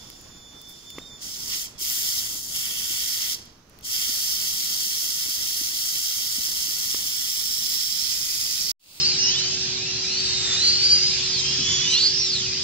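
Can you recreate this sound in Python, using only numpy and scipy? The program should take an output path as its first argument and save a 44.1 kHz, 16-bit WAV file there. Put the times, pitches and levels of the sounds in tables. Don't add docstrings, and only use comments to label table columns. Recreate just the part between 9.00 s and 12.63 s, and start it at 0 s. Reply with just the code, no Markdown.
import sys
import numpy as np
from scipy import signal
from scipy.fft import rfft, irfft
from scipy.io import wavfile
from scipy.ndimage import uniform_filter1d

SR = 44100
rng = np.random.default_rng(int(sys.argv[2]) if len(sys.argv) > 2 else 0)


def unload_wav(signal):
    wavfile.write(
        sys.argv[1],
        SR,
        np.round(np.clip(np.atleast_2d(signal).T, -1, 1) * 32767).astype(np.int16),
    )


N = 160083
TIME = np.arange(N) / SR


def amp(db):
    return 10 ** (np.asarray(db) / 20)


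def unit(x):
    return x / np.sqrt(np.mean(abs(x) ** 2) + 1e-20)


def read(points, hz):
    f, value = np.transpose(points)
    return np.interp(np.log(hz + 1), np.log(f + 1), value)


def wander(rate_hz):
    f = np.fft.rfftfreq(N, 1 / SR)
    keep_slow = np.exp(-(f / rate_hz) ** 2) * (f > 0)
    return unit(irfft(rfft(rng.standard_normal(N)) * keep_slow, N))


# (f/Hz, likeness from -1 to 1)
EAR_LIKENESS = [(250, .988), (1200, .87), (2800, .45), (4000, -.05), (5000, -.5), (7000, -.8)]
# (f/Hz, left minus right level/dB)
EAR_BALANCE = [(300, -0.5), (1400, 1.5), (2900, -2.5), (4700, 0), (7000, -9)]


def noise(spectrum, level_db, patch_db, size=1024):
    hop = size // 4
    hz = np.fft.rfftfreq(size, 1 / SR)
    t = np.arange(N // hop + 5) * hop / SR
    a, b, c, d, patches = rng.standard_normal((5, len(t), len(hz)))
    same = np.clip(read(EAR_LIKENESS, hz), -1, 1)
    left = a + 1j * b
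    right = same * left + np.sqrt(1 - same ** 2) * (c + 1j * d)
    patches = uniform_filter1d(uniform_filter1d(patches, size=12, axis=0), size=3, axis=1)
    db = read(spectrum, hz) + patch_db * unit(patches) + level_db(t, hz)
    balance = read(EAR_BALANCE, hz)
    frames = np.array([(left * amp(db + balance / 2)).T, (right * amp(db - balance / 2)).T])
    return unit(signal.istft(frames, nperseg=size, noverlap=size - hop)[1][:, :N])


POLES = 3
WHINE_DB = -2
RASP = 0.21
FLUTTER = 0.33
CLOSE_DB = -19.5
CRUISE_HZ, PURITY_DB_PER_OCTAVE = 4160, 12
PARTIALS = [-28.5, -27.5, 3.5, -17.5, -18.5, -6]


def motor(run, wobble, lag_ms=0, pan_db=0, fade_s=.015):
    out = np.zeros((2, N))
    s, hz, db = np.transpose(run)
    on = np.flatnonzero((TIME > s[0] - fade_s) & (TIME < s[-1] + fade_s))
    t = TIME[on]
    shift = rng.integers(0, N, (len(PARTIALS), 4))
    gate = np.clip(np.minimum(t - s[0], s[-1] - t) / fade_s + 1, 0, 1)
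    level = gate * amp(np.interp(t, s, db))
    closeness = 1 + (level / amp(CLOSE_DB)) ** 2
    jitter, chatter, flutter = wobble
    warble = 1 + np.sqrt(closeness) * jitter[on - shift[0, -1]]
    shaft = np.interp(t, s, hz) / POLES * warble
    turns = np.cumsum(shaft) / SR
    depth = FLUTTER / closeness
    steady_power = np.sqrt(1 + 2 * depth ** 2)
    purity_db = PURITY_DB_PER_OCTAVE * np.log2(POLES * shaft / CRUISE_HZ)
    for k, partial_db in enumerate(PARTIALS):
        multiple = k + 1
        partial = level * amp(partial_db - purity_db * (multiple != POLES)) / steady_power
        for ear, side in enumerate((.5, -.5)):
            heard_turns = turns - side * shaft * lag_ms / 1000
            tone = np.exp(2j * np.pi * multiple * heard_turns)
            tone *= 1 + depth * flutter[on - shift[k, ear]] + RASP * chatter[on - shift[k, 2]]
            out[ear, on] += partial * tone.real * amp(side * pan_db)
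    return amp(WHINE_DB) * out


def unsteadiness():
    jitter = wander(44.7)
    chatter = wander(456) + 1j * wander(456)
    flutter = wander(34) + 1j * wander(34)
    return jitter, chatter, flutter


WOBBLE = .002
# (lag of left ear/ms, left minus right level/dB, # curve of (t/s, f/Hz of the tone, level/dB
NEAR_RUNS = [ (0.047, 1.5, [(0.0, 5270, -22.5), (0.06, 4880, -24.0), (0.11, 4315, -22.5),
             (0.17, 3710, -35.5)]), (0.071, -1.5, [(0.0, 3850, -44.5), (0.03, 4160, -20), (0.09, 4840, -21),
             (0.15, 5230, -32), (0.2, 5500, -21), (0.25, 5190, -29), (0.3, 4680, -26),
             (0.37, 3720, -39.5)]), (-0.088, -4, [(.19, 2790, -33), (.29, 2943, -27), (.35, 3350, -30),
             (.4, 3990, -24.5), (.5, 4990, -32.5), (.61, 5490, -31), (.72, 4720, -36), (.79, 3560, -38)]),
             (-0.096, -5, [(0.19, 6200, -27.5), (0.25, 5810, -25.0), (0.34, 6150, -32), (0.47, 6110, -34.5),
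             (0.56, 6540, -33)]), (.045, -1, [(.91, 3900, -37), (1.0, 4780, -35), (1.15, 5860, -35)]),
             (0.061, 0, [(1.24, 3850, -33.5), (1.3, 4320, -28), (1.42, 3880, -35.5), (1.6, 4034, -28.5),
             (1.68, 4116, -19), (1.745, 4256, -22.5), (1.79, 4370, -25), (1.865, 4736, -15),
             (1.885, 4660, -20.5), (1.93, 4756, -10.5), (1.97, 4830, -16), (2.005, 4790, -20.5),
             (2.05, 4910, -19), (2.16, 5270, -30)]), (0.055, -2, [(1.2, 3794, -33), (1.42, 3713, -29.5),
             (1.54, 3530, -24.5), (1.6, 3790, -27), (1.64, 4466, -18.5), (1.69, 4617, -15.5),
             (1.745, 4900, -25.5), (1.8, 5000, -34.5), (1.92, 5350, -24.5)]), (.1, -4, [(2.03, 4910, -23.5),
             (2.11, 3930, -35.5)]), (-0.042, -5, [(2.11, 3970, -27), (2.14, 4660, -32.5), (2.18, 4730, -31),
             (2.24, 4350, -32), (2.33, 3310, -39), (2.42, 3133, -32.5), (2.62, 3315, -32.5),
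             (2.72, 3427, -25), (2.795, 3343, -26.5), (2.87, 3540, -31), (2.955, 4120, -16.5),
             (3.0, 4580, -25), (3.11, 5290, -33.5), (3.2, 5840, -26), (3.26, 5160, -32),
             (3.345, 4060, -28.5), (3.47, 2480, -42)]), (-0.027, -3.5, [(2.24, 5270, -34.0),
             (2.31, 4910, -26), (2.345, 4570, -25.5), (2.41, 3720, -28.5)]),
             (-0.0074, 2.5, [(2.38, 5145, -29), (2.58, 5400, -31.5)]), (-.04, -2.5, [(2.48, 2770, -38.5),
             (2.6, 3008, -36), (2.72, 3090, -27.5), (2.78, 3050, -40.0), (2.88, 2950, -25.5),
             (2.955, 3137, -30), (3.015, 4300, -20.5), (3.07, 4864, -19), (3.1, 5146, -35),
             (3.19, 4900, -31), (3.28, 3680, -27)]), (.01, 0, [(2.56, 4850, -33), (2.66, 5560, -28),
             (2.86, 5780, -34), (2.915, 6020, -32), (2.96, 5530, -36)]), (-0.033, -2.5, [(2.92, 3030, -24),
             (2.95, 2790, -29), (2.985, 2900, -27), (3.005, 3400, -31.5), (3.03, 3960, -24),
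             (3.068, 4440, -17.5), (3.12, 4790, -27.5), (3.25, 5633, -23), (3.295, 5160, -29),
             (3.34, 4450, -19.5), (3.41, 3500, -38), (3.49, 2500, -40)]), (.028, -1, [(3.52, 2350, -41),
             (3.57, 2900, -39), (3.63, 3780, -35)]), ]


def near_cars(jitter, chatter, flutter):
    wobble = WOBBLE * jitter, chatter, flutter
    return sum(motor(run, wobble, lag_ms, pan_db) for lag_ms, pan_db, run in NEAR_RUNS)


# (t/s, treble level/dB, upper middle level/dB)
SIZZLE_BANDS = [(0, -23.5, -33), (0.301, -28.5, -34), (0.601, -24, -34.5), (0.919, -37.5, -36),
                (1.401, -19, -33), (1.9, -25, -32.5), (2.449, -22.5, -33.5), (2.85, -26, -32),
                (3.12, -28, -35.5), (3.63, -30, -36)]


def sizzle_level(t, hz, split_hz=7399):
    s, treble, middle = np.transpose(SIZZLE_BANDS)
    treble_db = np.interp(t, s, treble - treble.mean())
    middle_db = np.interp(t, s, middle - middle.mean())
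    return np.where(hz > split_hz, treble_db[:, None], middle_db[:, None])


SIZZLE_DB = -24.5
# (f/Hz, relative level/dB per Hz)
SIZZLE_SPECTRUM = [(400, -23.5), (800, -23), (1400, -19.5), (2100, -12.5), (2800, -6), (3400, -7.5),
                   (4400, -1), (5200, 1), (6200, -5.5), (7500, -15)]


def sizzle():
    return amp(SIZZLE_DB) * noise(SIZZLE_SPECTRUM, sizzle_level, patch_db=2.5)


def rumble_level(t, hz):
    swell_s, length_s, swell_db = 2.68, 0.18, 4
    return swell_db * np.exp(-((t[:, None] - swell_s) / length_s) ** 2)


RUMBLE_DB = -41.5
# (f/Hz, relative level/dB per Hz)
RUMBLE_SPECTRUM = [(20, -46.5), (42, -23), (65, -4.5), (145, 1.5), (180, -6), (255, -6), (450, -18.5),
                   (2000, -49)]


def rumble():
    return amp(RUMBLE_DB) * noise(RUMBLE_SPECTRUM, rumble_level, patch_db=1.5, size=4096)


HUM_HZ, HUM_DB = 374.8, -44.5
# (t/s, level/dB)
OCTAVE_LEVEL = [(.6, -58), (3, -68)]


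def hum():
    phase = 2 * np.pi * HUM_HZ * TIME
    low = amp(HUM_DB) * np.sin(phase)
    octave = amp(np.interp(TIME, *np.transpose(OCTAVE_LEVEL))) * np.sin(2 * phase)
    return np.sqrt(2) * (low + octave)


FIELD_HZ, FIELD_SWING, FIELD_DB = 4273, .22, -33.5
THROTTLE_HZ = 2.2


def rest_of_field(count=10):
    out = np.zeros(N)
    for _ in range(count):
        throttle = 2 * np.tanh(wander(THROTTLE_HZ) / 2)
        hz = FIELD_HZ * np.exp(FIELD_SWING * throttle)
        loudness = hz * np.exp(.5 * wander(12))
        out += loudness * np.sin(2 * np.pi * np.cumsum(hz) / SR)
    return amp(FIELD_DB) * unit(out)


def hall(x, t60_s=0.82, gap_s=.008):
    t = TIME[:SR]
    tail = rng.standard_normal((2, SR)) * amp(-60 * t / t60_s) * (t > gap_s)
    return signal.fftconvolve(x, tail / np.linalg.norm(tail[0]), axes=1)[:, :N]


FAR_WOBBLE = 0.00998
# (t/s, f/Hz of the whine, level/dB before the later gains)
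FAR_LANE_RUNS = [
    [(.13, 4480, -30), (.28, 5400, -22)],
    [(0.36, 2978, -34.5), (0.53, 3165, -41)],
    [(0.78, 2370, -44.5), (0.91, 2793, -36)],
    [(1.04, 2350, -39), (1.2, 3150, -38)],
    [(1.05, 3950, -34), (1.21, 4560, -23)],
    [(1.93, 6230, -41), (2.01, 5650, -30.5)],
    [(2.04, 3100, -36.5), (2.12, 3670, -35), (2.21, 3504, -36)],
    [(2.11, 2280, -38), (2.185, 2800, -37), (2.28, 4950, -29)],
    [(3.43, 4726, -32.5), (3.54, 4826, -30.5), (3.63, 4940, -35)],
]


def far_lane_cars(jitter, chatter, flutter):
    wobble = FAR_WOBBLE * jitter, chatter, flutter
    return sum(motor(run, wobble) for run in FAR_LANE_RUNS)


RATTLE_S, RATTLE_LENGTH_S, RATTLE_DB = 1.528, 0.086, -37.5
# (f/Hz, relative level/dB per Hz)
RATTLE_SPECTRUM = [(950, -16.5), (1230, -12.5), (1950, -3), (2500, -24.5)]


def rattle():
    steady = noise(RATTLE_SPECTRUM, lambda t, hz: 0, patch_db=2.5)
    return amp(RATTLE_DB) * steady * np.exp(-((TIME - RATTLE_S) / RATTLE_LENGTH_S) ** 2)


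NEAR_HALL_DB, FAR_DIRECT_DB, FAR_HALL_DB = -10.5, -2, -0.5


def scene():
    wobble = unsteadiness()
    near = near_cars(*wobble) + rattle()
    far = far_lane_cars(*wobble)
    echo = hall(amp(NEAR_HALL_DB) * near + amp(FAR_HALL_DB) * far + rest_of_field())
    return near + amp(FAR_DIRECT_DB) * far + echo + sizzle() + rumble() + hum()


SOFT_HZ, EDGE_HZ = 7804, 8300


def record(dry):
    f = np.fft.rfftfreq(N, 1 / SR)
    soft = irfft(rfft(dry) / (1 + (f / SOFT_HZ) ** 40), N)
    low_pass = signal.firwin(511, EDGE_HZ, window=("kaiser", 9), fs=SR)
    return signal.oaconvolve(soft, low_pass[None], "same")


dry = scene()
out = record(dry)
unload_wav(out)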